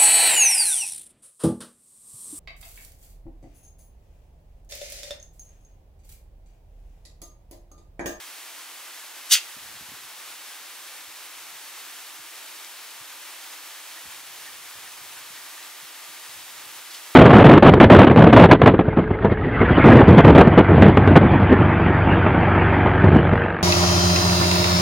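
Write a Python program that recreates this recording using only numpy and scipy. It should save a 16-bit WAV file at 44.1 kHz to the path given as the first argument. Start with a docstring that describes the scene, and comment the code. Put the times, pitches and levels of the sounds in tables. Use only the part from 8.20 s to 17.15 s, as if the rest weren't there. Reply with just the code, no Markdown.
"""Wind rushes steadily through dry brush on a stony slope, a faint thin whine and a few watery blips in it.
About a second in, a deer almost straight ahead of the stereo microphone sneezes: its nostrils splutter
open, a jet hisses through the nose and sinks into a hollower huff, and the rocks scatter it back.
The hand-held camera is bumped softly now and then, a twig ticks, and near the end comes a double sniff."""
import sys
import numpy as np
from scipy import signal
from scipy.fft import rfft, irfft
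from scipy.io import wavfile

SR = 44100
rng = np.random.default_rng(int(sys.argv[2]) if len(sys.argv) > 2 else 0)


def transcribe(signal):
    """Save signal, clipped to [-1, 1], as a 16-bit WAV file at the path in sys.argv[1]."""
    frames = np.atleast_2d(signal).T
    limited = np.clip(frames, -1, 1)
    pcm = np.round(limited * 32767).astype(np.int16)
    wavfile.write(sys.argv[1], SR, pcm)


N = 394694
TIME = np.arange(N) / SR
BIN_HZ = np.arange(N // 2 + 1) * SR / N

# Resonances of the deer's narrow nasal passages. Each row: centre in Hz, width in Hz, gain in dB.
NASAL_MODES = [(1520, 330, -8), (2180, 230, -6), (2930, 125, 4), (3370, 140, 4), (3550, 160, 3),
               (3880, 98, 2), (4290, 120, 3), (4700, 230, 1.5), (5280, 110, 1), (5370, 82, -1),
               (5900, 330, -3), (6440, 170, -2), (7070, 180, -3.5), (8100, 600, -7.5), (10700, 1700, -7)]
# How alike the two microphones hear diffuse sound. 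Each row: frequency in Hz, correlation.
DIFFUSE_LIKENESS = [(100, .999), (300, 0.99), (640, 0.98), (1400, 0.97), (3100, 0.8), (6800, 0.64),
                    (15000, 0.42)]


def sneeze_and_sniffs(hiss_growth, flutter_db, flutter_hz):
    """Turbulent air rings the nose, then the throat; faster flow adds hiss, and wet nostrils flutter."""
    # Turbulence at the nostrils. Each row: frequency in Hz, relative level in dB.
    turbulence = [(60, -60), (160, -39), (400, -30), (800, -20), (1400, -13), (3000, -1.5), (7000, 2.5),
                  (11000, -1.5), (14000, -3), (15700, -1.5)]
    # How alike the two microphones hear the deer. Each row: frequency in Hz, correlation.
    likeness = [(300, .99), (1400, 1), (3100, 0.96), (7000, 0.86), (15000, .68)]
    # Resonances of the throat and open muzzle. Each row: centre in Hz, width in Hz, gain in dB.
    throat_modes = [(1400, 120, 1), (1950, 180, -1), (2220, 110, -3.5), (2510, 90, 1.5), (2760, 78, 2.5),
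                    (3040, 120, -6), (3330, 94, -2), (6200, 1400, -14)]
    # One sneeze, two sniffs. Each row: time of full flow and hold in seconds, jet and huff levels
    # in dB, bare hiss in dB relative to the jet.
    puffs = [(1.120, 0.016, -12.1, -21.5, -3), (8.706, .008, -44.5, -57, -12), (8.744, .010, -41, -59, -12)]
    jet_rise, jet_fall = 1900, 470  # dB per second
    leak_s, leak_db, huff_lag_s = .020, -20, .019
    nose = unit_power(cavity(air_noise(turbulence, likeness), NASAL_MODES))
    throat = unit_power(cavity(air_noise(turbulence, likeness), throat_modes))
    hiss = air_noise(turbulence, likeness)
    air = 1e-18
    for s, hold_s, jet_db, huff_db, hiss_db in puffs:
        leak = leak_db + envelope_db(s - leak_s, leak_s, jet_rise, jet_fall)
        air += hiss * from_db(jet_db + leak)  # a thin hiss escapes ahead of the jet
        jet = envelope_db(s, hold_s, jet_rise, jet_fall)
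        bare_hiss = hiss * from_db(hiss_db + hiss_growth * jet)
        air += (nose + bare_hiss) * from_db(jet_db + jet)
        huff = envelope_db(s + hold_s + huff_lag_s, 0, rise=480, fall=400)
        opening = envelope_db(s, hold_s, jet_rise, 0)  # no huff before the nostrils open
        air += throat * from_db(huff_db + huff + opening)
    return high_pass(air * from_db(flutter_db * drift(flutter_hz)), hz=190)


def splutter(gain_db):
    """Wet nostrils pop open, each pop knocking on the nasal resonances."""
    # Each row: time in seconds, relative level in dB.
    pops = [(1.1103, -2), (1.1123, -9), (1.1152, -10), (1.1220, 1), (1.1316, 0), (1.1437, -8),
            (1.1500, -10)]
    return from_db(gain_db) * cavity(clicks(pops), NASAL_MODES)


def rock_scatter(x, t60, dull_hz, first_s):
    """Countless stones on the slope return a thin, dull scatter that dies quickly."""
    t = TIME[:SR]
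    echoes = rng.standard_normal((2, SR)) * from_db(-60 * t / t60) * (t > first_s)
    echoes = signal.sosfilt(signal.butter(2, dull_hz, fs=SR, output="sos"), echoes)
    echoes /= np.sqrt(np.sum(echoes ** 2, axis=1, keepdims=True))
    return signal.fftconvolve(x, echoes, axes=1)[:, :N]


def twig(gain_db):
    """A dry twig gives three tiny ticks."""
    # Each row: time in seconds, relative level in dB.
    ticks = [(4.2325, -29), (4.347, -32), (4.4473, -21.5)]
    ticking = resonate(clicks(ticks), hz=3700, width_hz=4600)
    return from_db(gain_db) * resonate(ticking, hz=4000, width_hz=6500)


def handling(bump_db, swell_cycles, scuff_db, scuff_s, rest_db, uneven_db):
    """Right at the microphone, the camera body thuds and scuffs over the uneven rumble of the grip."""
    # The hand bumps the camera. Each row: start in seconds, relative level in dB, pitch in Hz.
    bumps = [(1.365, -47, 233), (1.452, -58, 105), (1.608, -46, 205), (1.618, -55, 115), (1.685, -51, 190),
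             (1.717, -44.5, 225), (1.838, -58, 130), (2.872, -61, 82), (3.99, -59, 160), (4.805, -56, 120),
             (5.853, -52, 200), (5.868, -54, 80), (6.55, -54, 130), (6.812, -55, 130), (7.102, -53, 190),
             (7.626, -54, 150), (7.888, -58, 170), (8.088, -59, 119), (8.46, -59, 130)]
    # The grip shifts. Each row: time of full strength in seconds, hold in seconds, level in dB.
    shifts = [(1.46, 0.21, -67), (3.26, .07, -82), (5.87, 1.1, -73.5), (8.15, .35, -71)]
    # Rumble of the hand rubbing. Each row: frequency in Hz, relative level in dB.
    rumble = [(25, -22), (45, -11), (80, 2), (150, -0.5), (250, -5), (500, -17), (1500, -70)]
    rubbing = sum(from_db(db + envelope_db(s, hold_s, rise=130, fall=40)) for s, hold_s, db in shifts)
    rubbing = (from_db(rest_db) + rubbing) * from_db(uneven_db * drift(12))
    thuds = 0
    for s, db, hz in bumps:
        cycles = np.clip((TIME - s) * hz, 0, 20)
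        age = cycles / swell_cycles
        swell = age ** 2 * np.exp(2 * (1 - age))
        thuds += from_db(db + bump_db) * swell * np.sin(2 * np.pi * cycles)
        scuff = from_db(db + scuff_db) * np.exp(-((TIME - s) / scuff_s - 1) ** 2)
        rubbing = np.hypot(rubbing, scuff)
    return thuds + rubbing * air_noise(rumble, DIFFUSE_LIKENESS)


def wind(level_db, waver_db, waver_hz, freshen_db_per_s):
    """Wind in the brush all around: a broad rush that wavers slightly and slowly freshens."""
    # Each row: frequency in Hz, relative level in dB.
    rush = [(30, -45), (100, -30), (180, -22), (245, -17), (305, -7), (400, -10), (600, -6), (880, -1),
            (1900, 0.5), (3200, 0.2), (5000, -2.5), (8000, -3.5), (12000, -4), (15500, -6)]
    strength = from_db(level_db + waver_db * drift(waver_hz) + freshen_db_per_s * TIME)
    return strength * air_noise(rush, DIFFUSE_LIKENESS)


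def whine(wander_hz, waver_db):
    """Thin, slightly unsteady tones come and go together behind the wind."""
    # Each row: pitch in Hz, relative level in dB.
    pitches = [(335, -14), (880, -6), (960, -9), (1040, -16), (1199, 1)]
    # Strength of the whole whine. Each row: time in seconds, gain in dB.
    strength = [(0, -71), (3.4, -72), (3.9, -64), (5.5, -69.5), (8.95, -61.5)]
    tones = 0
    for hz, db in pitches:
        gain = from_db(db + waver_db * drift(5))
        phase = 2 * np.pi * np.cumsum(hz + wander_hz * drift(10)) / SR
        tones += gain * unit_power(np.sin(phase))
    return from_db(np.interp(TIME, *np.transpose(strength))) * tones


def blips(width_hz, half_length_s):
    """Short watery gurgles, each around one pitch, barely above the wind."""
    # Each row: time of the peak in seconds, level in dB, pitch in Hz.
    gurgles = [(1.465, -54, 1630), (5.195, -48, 1900), (5.78, -50, 1900), (6.28, -46, 1820),
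               (6.67, -51, 1850), (6.98, -48, 1500), (7.17, -48, 1900), (7.385, -48, 1830),
               (7.965, -52, 2150), (8.628, -49.5, 1380)]
    out, white = np.zeros(N), rng.standard_normal(N)
    for s, db, hz in gurgles:
        band = unit_power(resonate(resonate(white, hz, width_hz), hz, width_hz))
        out += from_db(db) * np.exp(-((TIME - s) / half_length_s) ** 2) * band
    return out


def cavity(x, modes):
    """The resonances of an air passage ring side by side and pass nothing deep."""
    ringing = sum((-1) ** k * from_db(db) * resonate(x, hz, width)
                  for k, (hz, width, db) in enumerate(modes))
    return high_pass(ringing, hz=1100)


def air_noise(spectrum, likeness):
    """Coloured noise at two microphones, less alike towards the treble."""
    mid, side = rfft(rng.standard_normal((2, N))) * from_db(per_bin(spectrum))
    alike = np.clip(per_bin(likeness), 0, 1)
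    pair = np.sqrt(1 + alike) * mid + np.sqrt(1 - alike) * side * [[1], [-1]]
    return unit_power(irfft(pair, N))


def resonate(x, hz, width_hz):
    """One resonance with gain 1 at its peak."""
    r = np.exp(-np.pi * width_hz / SR)
    feedback = [1, -2 * r * np.cos(2 * np.pi * hz / SR), r * r]
    return signal.lfilter(np.array([1, 0, -1]) * (1 - r * r) / 2, feedback, x + 1e-18)


def high_pass(x, hz):
    """Roll off the bass below hz."""
    return signal.sosfilt(signal.butter(2, hz, "high", fs=SR, output="sos"), x)


def envelope_db(s, hold_s, rise, fall):
    """Rise to 0 dB at time s, hold, then fall; both slopes in dB per second."""
    return -rise * np.maximum(s - TIME, 0) - fall * np.maximum(TIME - s - hold_s, 0)


def clicks(rows):
    """One impulse for each row of seconds and dB."""
    out = np.zeros(N)
    for s, db in rows:
        out[round(s * SR)] += from_db(db)
    return out


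def drift(rate_hz):
    """Smooth random wander with spread 1."""
    return unit_power(irfft(rfft(rng.standard_normal(N)) / (1 + (BIN_HZ / rate_hz) ** 2), N))


def per_bin(curve):
    """Read a curve at every frequency bin, on a log-frequency axis."""
    hz, values = np.transpose(curve)
    return np.interp(np.log(BIN_HZ + 1), np.log(hz), values)


def from_db(db):
    """Decibels to gain."""
    return 10 ** (np.asarray(db) / 20)


def unit_power(x):
    """Scale to an RMS of 1."""
    return x / np.sqrt(np.mean(x ** 2) + 1e-20)


def scene():
    """The deer stands almost straight ahead; sound reaches the left microphone a moment earlier."""
    deer = sneeze_and_sniffs(hiss_growth=0.01, flutter_db=0.4, flutter_hz=400) + splutter(gain_db=10.5)
    near_rocks = from_db(-25) * rock_scatter(deer, t60=0.29, dull_hz=5500, first_s=.02)
    far_rocks = from_db(-35) * rock_scatter(deer, t60=.8, dull_hz=4500, first_s=0.045)
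    out = deer + near_rocks + far_rocks
    out += wind(level_db=-40.5, waver_db=0.52, waver_hz=11, freshen_db_per_s=.05)
    out += whine(wander_hz=4, waver_db=2.5) + blips(width_hz=290, half_length_s=0.017)
    out += handling(bump_db=-1.5, swell_cycles=0.8, scuff_db=-13, scuff_s=0.017, rest_db=-88, uneven_db=2)
    left, right = out + twig(gain_db=11)
    right_lag_s = 2.2e-5
    return np.array([left, irfft(rfft(right) * np.exp(-2j * np.pi * BIN_HZ * right_lag_s), N)])


def record(dry):
    """The camera clips the highest peaks and cuts the treble above 15.7 kHz."""
    treble_cut = signal.ellip(12, .1, 80, 15700, fs=SR, output="sos")
    return signal.sosfilt(treble_cut, np.clip(dry, -1, 1))


dry = scene()
out = record(dry)
transcribe(out)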